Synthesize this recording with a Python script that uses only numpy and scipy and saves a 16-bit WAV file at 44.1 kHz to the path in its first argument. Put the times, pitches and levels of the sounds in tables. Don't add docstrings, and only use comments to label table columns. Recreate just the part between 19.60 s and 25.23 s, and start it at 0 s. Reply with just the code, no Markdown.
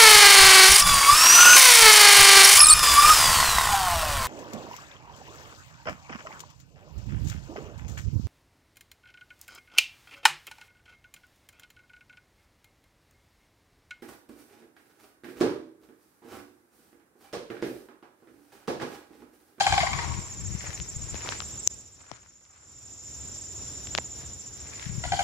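import sys
import numpy as np
from scipy import signal
from scipy.fft import rfft, irfft, next_fast_len
from scipy.io import wavfile
from scipy.ndimage import uniform_filter1d, minimum_filter1d

SR = 44100
rng = np.random.default_rng(int(sys.argv[2]) if len(sys.argv) > 2 else 0)


def generate_wav(signal):
    frames = np.transpose(np.atleast_2d(signal))
    scaled = np.clip(frames, -1, 1) * 32767
    pcm = np.round(scaled).astype(np.int16)
    wavfile.write(sys.argv[1], SR, pcm)


N = 248451
TIME = np.arange(N) / SR


def gain_of(db):
    return 10 ** (np.asarray(db) / 20)


def evened(x):
    return x / np.sqrt(np.mean(x ** 2) + 1e-20)


def read(points, hz):
    f, value = np.transpose(points)
    return np.interp(np.log(hz + 1), np.log(np.abs(f) + 1), value)


def level(rows):
    s, db = np.transpose(rows)
    return gain_of(np.interp(TIME, s, db))


def coloured(x, spectrum):
    length = x.shape[-1]
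    size = next_fast_len(length)
    gain = gain_of(read(spectrum, np.fft.rfftfreq(size, 1 / SR)))
    return evened(irfft(rfft(x, size) * gain, size)[..., :length])


def drift(shape, per_s):
    size = max(int(SR / per_s), 2)
    once = uniform_filter1d(rng.standard_normal(shape), size, mode="wrap")
    return evened(uniform_filter1d(once, size, mode="wrap"))


def sides(tilt_db):
    return gain_of(np.array([[.5], [-.5]]) * tilt_db)


def diffuse(spectrum, tilt, shared):
    shared, size = np.clip(shared, 0, 1), next_fast_len(N)
    common = np.sqrt(shared) * rng.standard_normal(size)
    noise = common + np.sqrt(1 - shared) * rng.standard_normal((2, size))
    hz = np.fft.rfftfreq(size, 1 / SR)
    gain = gain_of(read(spectrum, hz)) * sides(read(tilt, hz))
    return evened(irfft(rfft(noise) * gain, size)[:, :N])


def add(mix, s, sound):
    start = round(s * SR)
    sound = sound[:, max(-start, 0):]
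    part = mix[:, max(start, 0):][:, :sound.shape[1]]
    part += sound[:, :part.shape[1]]


def crane(roll, throat, dry_db, wet_db, tilt_db, after_s, after_length, after_fall, soften_db, last_db,
          snap_s, mellow_db):
    # delay_s, level_db
    trunks = [(.036, -21), (.089, -24.5), (.148, -28), (.215, -32)]
    out = np.zeros((2, N))
    for s, hz, db, after_db, overtones_db, hoarse, fall, opening in roll:
        shape = [(f * opening, strength) for f, strength in throat]
        note = np.zeros((1, SR // 16))
        main = beat(hz, shape, overtones_db, hoarse, fall, snap_s=snap_s, mellow_db=mellow_db)
        add(note, 0, gain_of(db) * main[None])
        for k in (1, 2):
            after = beat(hz, shape, overtones_db + soften_db, hoarse, after_fall, after_length)
            add(note, k * after_s, gain_of(db + after_db + (k - 1) * last_db) * after[None])
        direct = np.array([np.roll(note[0], 6), note[0]])
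        add(out, s, gain_of(dry_db) * direct)
        for delay_s, echo_db in trunks:
            add(out, s + delay_s, gain_of(dry_db + echo_db) * direct)
        add(out, s, gain_of(wet_db) * trees(note[0]))
    return out * sides(tilt_db)


def beat(hz, throat, overtones_db, hoarse, fall, length=0.012, arch=.12, rasp_db=-15.5, snap_s=.0011,
         snap_db=5, mellow_db=14, rattle_db=-17):
    # pitch_hz, level_db (per Hz)
    rasp_colour = [(300, -24), (1200, -0.5), (2400, 9.5), (3300, 3), (4300, 10), (5500, 5.5), (7500, -4.5),
                   (11300, -9.5), (13000, -44.5)]
    t = np.arange(SR // 40) / SR
    u, hoarse = np.minimum(t / length, 1), np.clip(hoarse, 0, .9)
    pitch = hz * (1 + fall * (.5 - u) + arch * (np.sin(np.pi * u) - np.pi / 4))
    phase = 2 * np.pi * np.cumsum(pitch) / SR + (.08 + .6 * hoarse) * drift(len(t), 900)
    partials = []
    for k in range(1, 7):
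        wander = .2 * (k - 1) * drift(len(t), 700)
        partials.append(gain_of(read(throat, k * pitch)) * np.sin(k * phase + wander))
    rasp = coloured(rng.standard_normal(len(t)), rasp_colour) * (1 + .7 * np.cos(phase))
    croak = coloured(rng.standard_normal(len(t)), throat) * np.sqrt(.5)
    tone = np.abs(np.sin(np.pi * u)) ** .85 * ((1 - hoarse) * partials[0] + hoarse * croak)
    onset = 1 - np.exp(-(t / snap_s) ** 2)
    snap = onset * np.sqrt(1 - u) * gain_of(overtones_db + snap_db - mellow_db * u)
    upper = [(hz, -40)] + [row for row in throat if row[0] > 1.7 * hz]
    rattle = coloured(rng.standard_normal(len(t)) * (1 + np.cos(phase)) ** 2, upper)
    return tone + snap * (sum(partials[1:]) + gain_of(rasp_db) * rasp + gain_of(rattle_db) * rattle)


def trees(x, clump_db=4):
    # pitch_hz, level_db
    echo = [(300, -25), (750, -20), (900, -4.5), (1030, 3), (1200, -0.5), (1400, -7), (1600, -8.5),
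            (1880, -8.5), (2150, -5.5), (2550, -11.5), (3200, -3), (5000, -0.5), (8000, 1.5), (12000, 3)]
    # pitch_hz, t60_s
    echo_t60 = [(300, 0.82), (1000, 0.88), (2200, 0.58), (5000, 0.46), (12000, 0.33)]
    hz, t, z = signal.stft(rng.standard_normal((2, SR)), SR, nperseg=256)
    fade = gain_of(-60 * t / read(echo_t60, hz)[:, None]) * (1 - np.exp(-t / 0.006))
    clumps = uniform_filter1d(rng.standard_normal(fade.shape), size=3)
    fade *= gain_of(clump_db * evened(uniform_filter1d(clumps, size=9, axis=0)))
    fade *= gain_of(read(echo, hz))[:, None] / np.sqrt(SR * np.mean(fade ** 2, axis=1, keepdims=True))
    return signal.fftconvolve(x[None], signal.istft(z * fade, SR, nperseg=256)[1], axes=1)


def crickets(others_db=-45.0, tilt_db=-4, recede=1.0, count=10):
    # first_stroke_s, period_s
    rhythms = [(.016, .0705), (.0375, .0701), (.028, .0745), (.034, .0646)]
    # top_pitch_hz, sag_hz, length_s, left_db, right_db
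    strokes = [(6930, 780, .036, -34.5, -35.5), (7540, 900, .030, -41, -34.5), (7350, 600, .032, -42, -37),
               (7900, 700, .026, -54, -52)]
    # time_s, level_db
    crowd = [(0, 6.5), (.8, -3.5), (1.8, 0), (2.8, 2.5), (3.9, 3.5), (5.63, 3.5)]
    near = 0
    for rhythm, (hz, sag_hz, length, left_db, right_db) in zip(rhythms, strokes):
        near = near + gain_of([[left_db], [right_db]]) * cricket(*rhythm, hz, sag_hz, length)
    others = sum(cricket(rng.random(), rng.uniform(0.067, 0.07), hz, 550, .03)
                 for hz in np.linspace(6900, 7450, count))
    others = gain_of(others_db) * evened(others) * sides(tilt_db)
    return near / level(crowd) ** recede + others * level(crowd)


def cricket(first, period, hz, sag_hz, length, scatter_db=-9, scatter_s=0.045, waver_hz=55):
    t = np.arange(SR // 10) / SR
    since = (TIME - first + .0018 * drift(N, 6) + period / 2) % period - period / 2
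    u = np.clip(2 * since / length, -1, 1)
    vigour = drift(N, 13)
    sag = sag_hz * (u + .1 + .12 * drift(N, 12)) ** 2
    pitch = hz - sag + waver_hz * drift(N, 705) + 50 * vigour
    stroke = np.cos(np.pi * u / 2) ** 1.6 * np.sin(2 * np.pi * np.cumsum(pitch) / SR)
    song = stroke * gain_of(1.6 * vigour + 2 * drift(N, 4))
    grass = evened(rng.standard_normal((2, len(t))) * np.exp(-t / scatter_s)) / np.sqrt(len(t))
    direct = np.array([song, np.roll(song, 1)])
    return direct + gain_of(scatter_db) * signal.oaconvolve(song[None], grass, axes=1)[:, :N]


def footsteps(step_db=1, grains_per_s=2200, spread_db=2.5, tilt_db=4, crunch_q=2.9, count=4):
    # hardest_grind_s, level_db, length_s, crunch_hz, crunch_db (to the grit)
    steps = [(0.44, -39.5, 0.69, 2200, -9.5), (1.073, -44, 0.36, 2000, -0.5),
             (1.547, -47.5, 0.41, 2220, -9), (1.66, -43, 0.15, 1000, 3), (1.731, -39.5, 0.16, 5600, -9),
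             (2.408, -45, 0.047, 1500, -6), (2.537, -38, 0.34, 1390, -0.5), (2.966, -45.5, 0.43, 1310, 4),
             (4.624, -53, 0.11, 1590, 1), (5.212, -43.5, 0.59, 1869, -5.5)]
    # pitch_hz, level_db (per Hz)
    grit_colour = [(30, -35), (150, -1), (500, -3.5), (900, -3), (1400, -5), (2300, -3.5), (3500, -11),
                   (6000, -6.5), (9000, -16.5), (14000, -62)]
    clump_db, clumps_per_s = 3, 200
    fade_db = 17.5
    grains, edges = np.zeros((3, N)), np.geomspace(250, 12000, count + 1)
    for band in zip(edges, edges[1:]):
        sizes = gain_of(spread_db * np.minimum(rng.exponential(1, (3, N)), 4))
        sizes = sizes * rng.standard_normal((3, N))
        slipping = rng.random((3, N)) < grains_per_s / SR
        slips = sizes * slipping * gain_of(clump_db * np.minimum(drift(N, clumps_per_s), 1.5))
        grains += signal.sosfilt(signal.butter(2, band, "bandpass", fs=SR, output="sos"), slips)
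    grains = coloured(grains, grit_colour)
    grit, out = evened(grains[2] + 3.4 * grains[:2]), np.zeros((2, N))
    for s, db, length, hz, crunch_db in steps:
        crunch = gain_of(crunch_db) * signal.lfilter(*signal.iirpeak(hz, crunch_q, fs=SR), grit)
        out += (grit + crunch) * gain_of(db - fade_db * np.abs(2 * (TIME - s) / length) ** 0.92)
    return gain_of(step_db) * out * sides(tilt_db)


def ticks():
    # start_s, level_db, ring_hz, decay_ms, crack_share, tilt_db (left minus right)
    touches = [(1.201, -17, 3030, 0.93, 0.85, 5), (1.544, -20, 3000, .5, 1, 22),
               (1.69, -7, 3500, 0.28, 0.28, -7.5), (1.804, -6, 1290, 1, 0.65, 35),
               (2.0749, 15.5, 6340, 0.43, 0.0022, 31), (2.5159, -3.5, 5420, 1.5, 0.74, 25),
               (2.852, -20, 4500, .39, 0.88, 17), (4.2718, -18.5, 3570, 0.66, 0.88, 15.5),
               (4.3507, -2, 2900, 1.3, 1, 8.5), (4.3592, -21, 6000, .4, .8, 8),
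               (4.3786, -2, 3420, 0.13, 0.78, 39), (4.3853, 1, 2100, 0.41, 0.3, -23)]
    # pitch_hz, level_db, decay_ms
    case = [(1380, -39, 1.2), (1800, -36, 1.4), (2940, -26, 1.4), (3500, -24.5, 1.1), (5600, -18, 0.59)]
    # start_s, level_db, ring_hz
    pebbles = [(1.008, -29.5, 2100), (1.041, -25.5, 600), (1.105, -24, 1800), (1.13, -28, 2090),
               (1.1762, -30, 2700), (1.5563, -29.5, 2110), (1.620, -30, 2140), (1.661, -29, 1000),
               (1.674, -23.5, 1380), (1.7229, -23, 1330), (1.8202, -25.5, 1280), (2.631, -32, 2260),
               (2.6614, -25.5, 1500), (5.135, -31, 2130), (5.196, -24, 1980), (5.225, -25, 1375),
               (5.227, -23.5, 1870), (5.2578, -32, 3120), (5.262, -35, 3270)]
    out = np.zeros((2, N))
    for s, *touch in touches:
        add(out, s, tick(*touch, modes=case))
    for s, db, hz in pebbles:
        add(out, s, pebble(db, hz))
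    return out


def tick(db, hz, decay_ms, crack, tilt_db, modes=(), tail_db=-34, tail_s=0.0094, rise_s=.00006):
    # pitch_hz, level_db (per Hz)
    crack_colour = [(100, -2), (600, 8), (1500, 9.5), (5000, 8.5), (7500, -1.5), (10000, -20), (14000, -59)]
    t = np.arange(SR // 12) / SR
    snap = coloured((np.arange(len(t)) == 8) * 1., crack_colour) * (t < .01)
    ring = np.sin(2 * np.pi * hz * t) * np.exp(-t * 10 ** 3 / decay_ms) * (1 - np.exp(-t / rise_s))
    rustle = gain_of(tail_db) * coloured(rng.standard_normal(len(t)), crack_colour) * np.exp(-t / tail_s)
    case = sum(gain_of(mode_db - 20 / np.log(10) * t * 10 ** 3 / ms) * np.sin(2 * np.pi * f * t)
               for f, mode_db, ms in modes)
    touch = (1 - crack) * ring + crack * (rustle + case - snap / snap.max())
    return gain_of(db - abs(tilt_db) / 2) * sides(tilt_db) * touch


def pebble(db, hz, crunch_db=-5, crunch_s=0.0018):
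    decay_ms, crack_share, tilt_db = 1, .15, 6.5
    t = np.arange(SR // 12) / SR
    sand_colour = [(hz / 4, -18), (hz, 0), (2 * hz, -5), (5 * hz, -28)]
    sand = coloured(rng.standard_normal((2, len(t))), sand_colour)
    crunch = gain_of(db + crunch_db - abs(tilt_db) / 2) * sides(tilt_db) * sand * np.exp(-t / crunch_s)
    return tick(db, hz, decay_ms, crack_share, tilt_db) + crunch


def knocks(low_hz=115, sink_s=0.00256, boom_s=0.012):
    # start_s, level_db, top_pitch_hz, decay_ms, boom_db (to the blow), tilt_db (left minus right)
    bumps = [(1.5444, -21, 600, 1.1, -19, 16), (1.6895, -21.5, 1050, 0.98, -18, -8),
             (2.5152, -6, 1150, 0.56, -10, 22), (4.3498, -18, 1690, 0.47, -13.5, 26),
             (4.3860, -11.5, 990, 1.36, -26, -12)]
    out, t = np.zeros((2, N)), np.arange(SR // 12) / SR
    for s, db, top_hz, blow_ms, boom_db, tilt_db in bumps:
        pitch = low_hz + (top_hz - low_hz) * np.exp(-t / sink_s)
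        fade = np.exp(-t * 10 ** 3 / blow_ms) + gain_of(boom_db) * np.exp(-t / boom_s)
        swing = np.sin(2 * np.pi * np.cumsum(pitch) / SR) * fade
        add(out, s, gain_of(db - abs(tilt_db) / 2) * sides(tilt_db) * swing)
    return out


def thumps(length=0.014, tilt_db=22):
    # start_s, left_level_db, pitch_hz
    pushes = [(0.864, -45, 149.1), (.946, -16, 123), (1.361, -20.5, 100), (5.261, -18.5, 129),
              (5.293, -17.5, 125), (5.377, -16, 112)]
    out, t = np.zeros((2, N)), np.arange(SR // 25) / SR
    for s, db, hz in pushes:
        swing = np.sin(2 * np.pi * hz * t) * np.sin(np.pi * np.minimum(t / length, 1)) ** 2
        add(out, s, gain_of([[db], [db - tilt_db]]) * swing)
    return out


def wind(left_db=4, right_db=-12):
    # peak_s, level_db, length_s
    gust_rows = [(0.132, -30.5, 0.072), (0.22, -33, 0.049), (0.35, -35, 0.11), (0.501, -32.5, 0.13),
                 (0.589, -34, 0.033), (0.886, -34.5, 0.15), (1.092, -30.5, 0.014), (1.21, -34, 0.027),
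                 (1.433, -43, 0.13), (1.543, -39.5, 0.059), (5.344, -35, 0.15), (5.47, -33.5, 0.024),
                 (5.534, -33.5, 0.045)]
    # pitch_hz, level_db (per Hz)
    buffet = [(12, -40), (20, -16.5), (43, -1), (101, 5), (162, -3), (274, -21.5), (335, -13), (600, -60),
              (780, -60.5), (1320, -120)]
    # time_s, level_db
    breeze = [(0, -45), (1.4, -50), (2.1, -63.5), (4.9, -78), (5.63, -40)]
    eddies = coloured(rng.standard_normal((2, N)), buffet)
    eddies /= np.sqrt(uniform_filter1d(eddies ** 2, size=1400) + 0.028)
    gusts = sum(gain_of(db) * np.exp(-(2 * (TIME - s) / length) ** 2) for s, db, length in gust_rows)
    return eddies * (level(breeze) + gusts) * gain_of([[left_db], [right_db]])


def meadow(chorus_db=-48, air_db=-47, flutter_db=2.0, crickets_db=-0.83):
    # pitch_hz, level_db (per Hz)
    chorus_colour = [(4400, -14), (5100, -4), (5600, 5), (5900, 1), (6100, -5), (6350, 6), (6800, -31.5),
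                     (7300, -27.5), (7600, -15.5), (8100, -12.5), (9300, -24.5), (10800, -17.5),
                     (12000, -31.5), (13800, -23), (15000, -45)]
    # pitch_hz, tilt_db (left minus right)
    chorus_tilt = [(4500, -2.5), (5800, 6), (6500, 3), (7200, 0), (9000, -10), (14000, -19)]
    # pitch_hz, level_db (per Hz)
    air_colour = [(20, -20), (45, -9.5), (70, 2), (92, -0.5), (125, -2.5), (175, -10.5), (350, -12),
                  (520, -17), (1100, -25), (1800, -29), (3100, -30.5), (3850, -26.5), (4500, -34.5),
                  (7000, -52.5)]
    # pitch_hz, tilt_db (left minus right)
    air_tilt = [(60, 4), (400, 0), (1200, 10), (4000, 15)]
    chorus = gain_of(chorus_db + flutter_db * drift((2, N), 53))
    chorus = chorus * diffuse(chorus_colour, chorus_tilt, shared=0.13)
    air = gain_of(air_db + 1.5 * drift(N, 7.5)) * diffuse(air_colour, air_tilt, shared=0.8)
    return gain_of(crickets_db) * crickets() + chorus + air


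def scene():
    # start_s, pitch_hz, level_db,
    # after_beat_db (to the beat), overtones_db, hoarseness (0-1), fall (share of pitch), throat_factor
    low_roll = [(-.052, 800, -7.5, -10, -2, 0.15, 0.052, 0.97), (.0052, 793, -11, -9, -1, 0.12, 0.095, 1),
                (.0642, 780, -10.5, -8.5, -2.5, 0, 0.12, 1.04),
                (.1222, 774, -12, -4, -3.5, 0.14, 0.15, 1.03),
                (.1768, 760, -12.5, -5, -1, 0.01, -0.0095, 1.024), (.2305, 692, -13, -25, -9, 0, 0.11, 1),
                (5.4362, 711, -22.5, -1, -0.5, 0.29, -0.13, 1.02),
                (5.519, 751, -13, -1, -7, 0.11, 0.11, 1.015),
                (5.5896, 755, -14.5, 0.5, -3.5, 0.11, 0.046, 0.98)]
    high_roll = [(.070, 1105, -27.5, -27, -1, 0.32, 0.059, 1.04),
                 (.137, 1080, -27, -24, -1, 0.33, 0.18, 1.1),
                 (.2015, 1073, -27, -1, 0.15, 0.38, -0.096, 1.01),
                 (.266, 1041, -30, -7, 0, 0.59, -0.034, 1),
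                 (.3285, 1090, -27, -10, -0.42, 0.44, .05, 0.996),
                 (.385, 947, -29, -2, -1.4, 0.35, 0.23, 0.87)]
    # pitch_hz, level_db
    low_throat = [(300, -39), (520, -16), (740, -4), (900, -4), (1100, -30.5), (1550, -8.5), (2200, -9),
                  (2650, -16), (3150, -12.5), (3600, -20.5), (4300, -23.5), (6500, -24), (9000, -33.5),
                  (13000, -71)]
    high_throat = [(350, -15.5), (700, 0.5), (1050, 2.5), (1600, 2), (2150, 4.5), (2700, -8.5), (3300, -8),
                   (5000, -12), (9000, -21), (13000, -64.5)]
    low = crane(low_roll, low_throat, dry_db=2.0, wet_db=6.0, tilt_db=3, after_s=.0113,
                after_length=.0138, after_fall=.06, soften_db=-9.5, last_db=-10.0,
                snap_s=0.0021, mellow_db=13)
    high = crane(high_roll, high_throat, dry_db=0.5, wet_db=3.0, tilt_db=5.0, after_s=0.0065,
                 after_length=0.015, after_fall=.2, soften_db=0.0, last_db=-18,
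                 snap_s=0.0025, mellow_db=6)
    return low + high + meadow() + wind() + thumps() + knocks() + footsteps() + ticks()


def held(excess, hold_s, settle_s):
    half = max(int(hold_s * SR / 2), 1)
    peak = -minimum_filter1d(-excess, 2 * half + 1, origin=half, mode="constant")
    keep = np.exp(-1 / (settle_s * SR))
    return signal.lfilter([1 - keep], [1, -keep], peak)


def record(dry):
    limit_db, edge_hz = -4.5, 14900
    excess = np.maximum(20 * np.log10(np.abs(dry).max(axis=0) + 1e-9) - limit_db, 0)
    fast_cut_db = 0.85 * held(excess, hold_s=0.022, settle_s=0.0016)
    slow_cut_db = 1.132 * held(excess, hold_s=0.92, settle_s=0.22)
    clipped = np.clip(dry * gain_of(-(fast_cut_db + slow_cut_db)), -1, 1)
    lowpass = signal.firwin(255, edge_hz, window=("kaiser", 8), fs=SR)
    return signal.oaconvolve(clipped, lowpass[None], "same")


dry = scene()
out = record(dry)
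generate_wav(out)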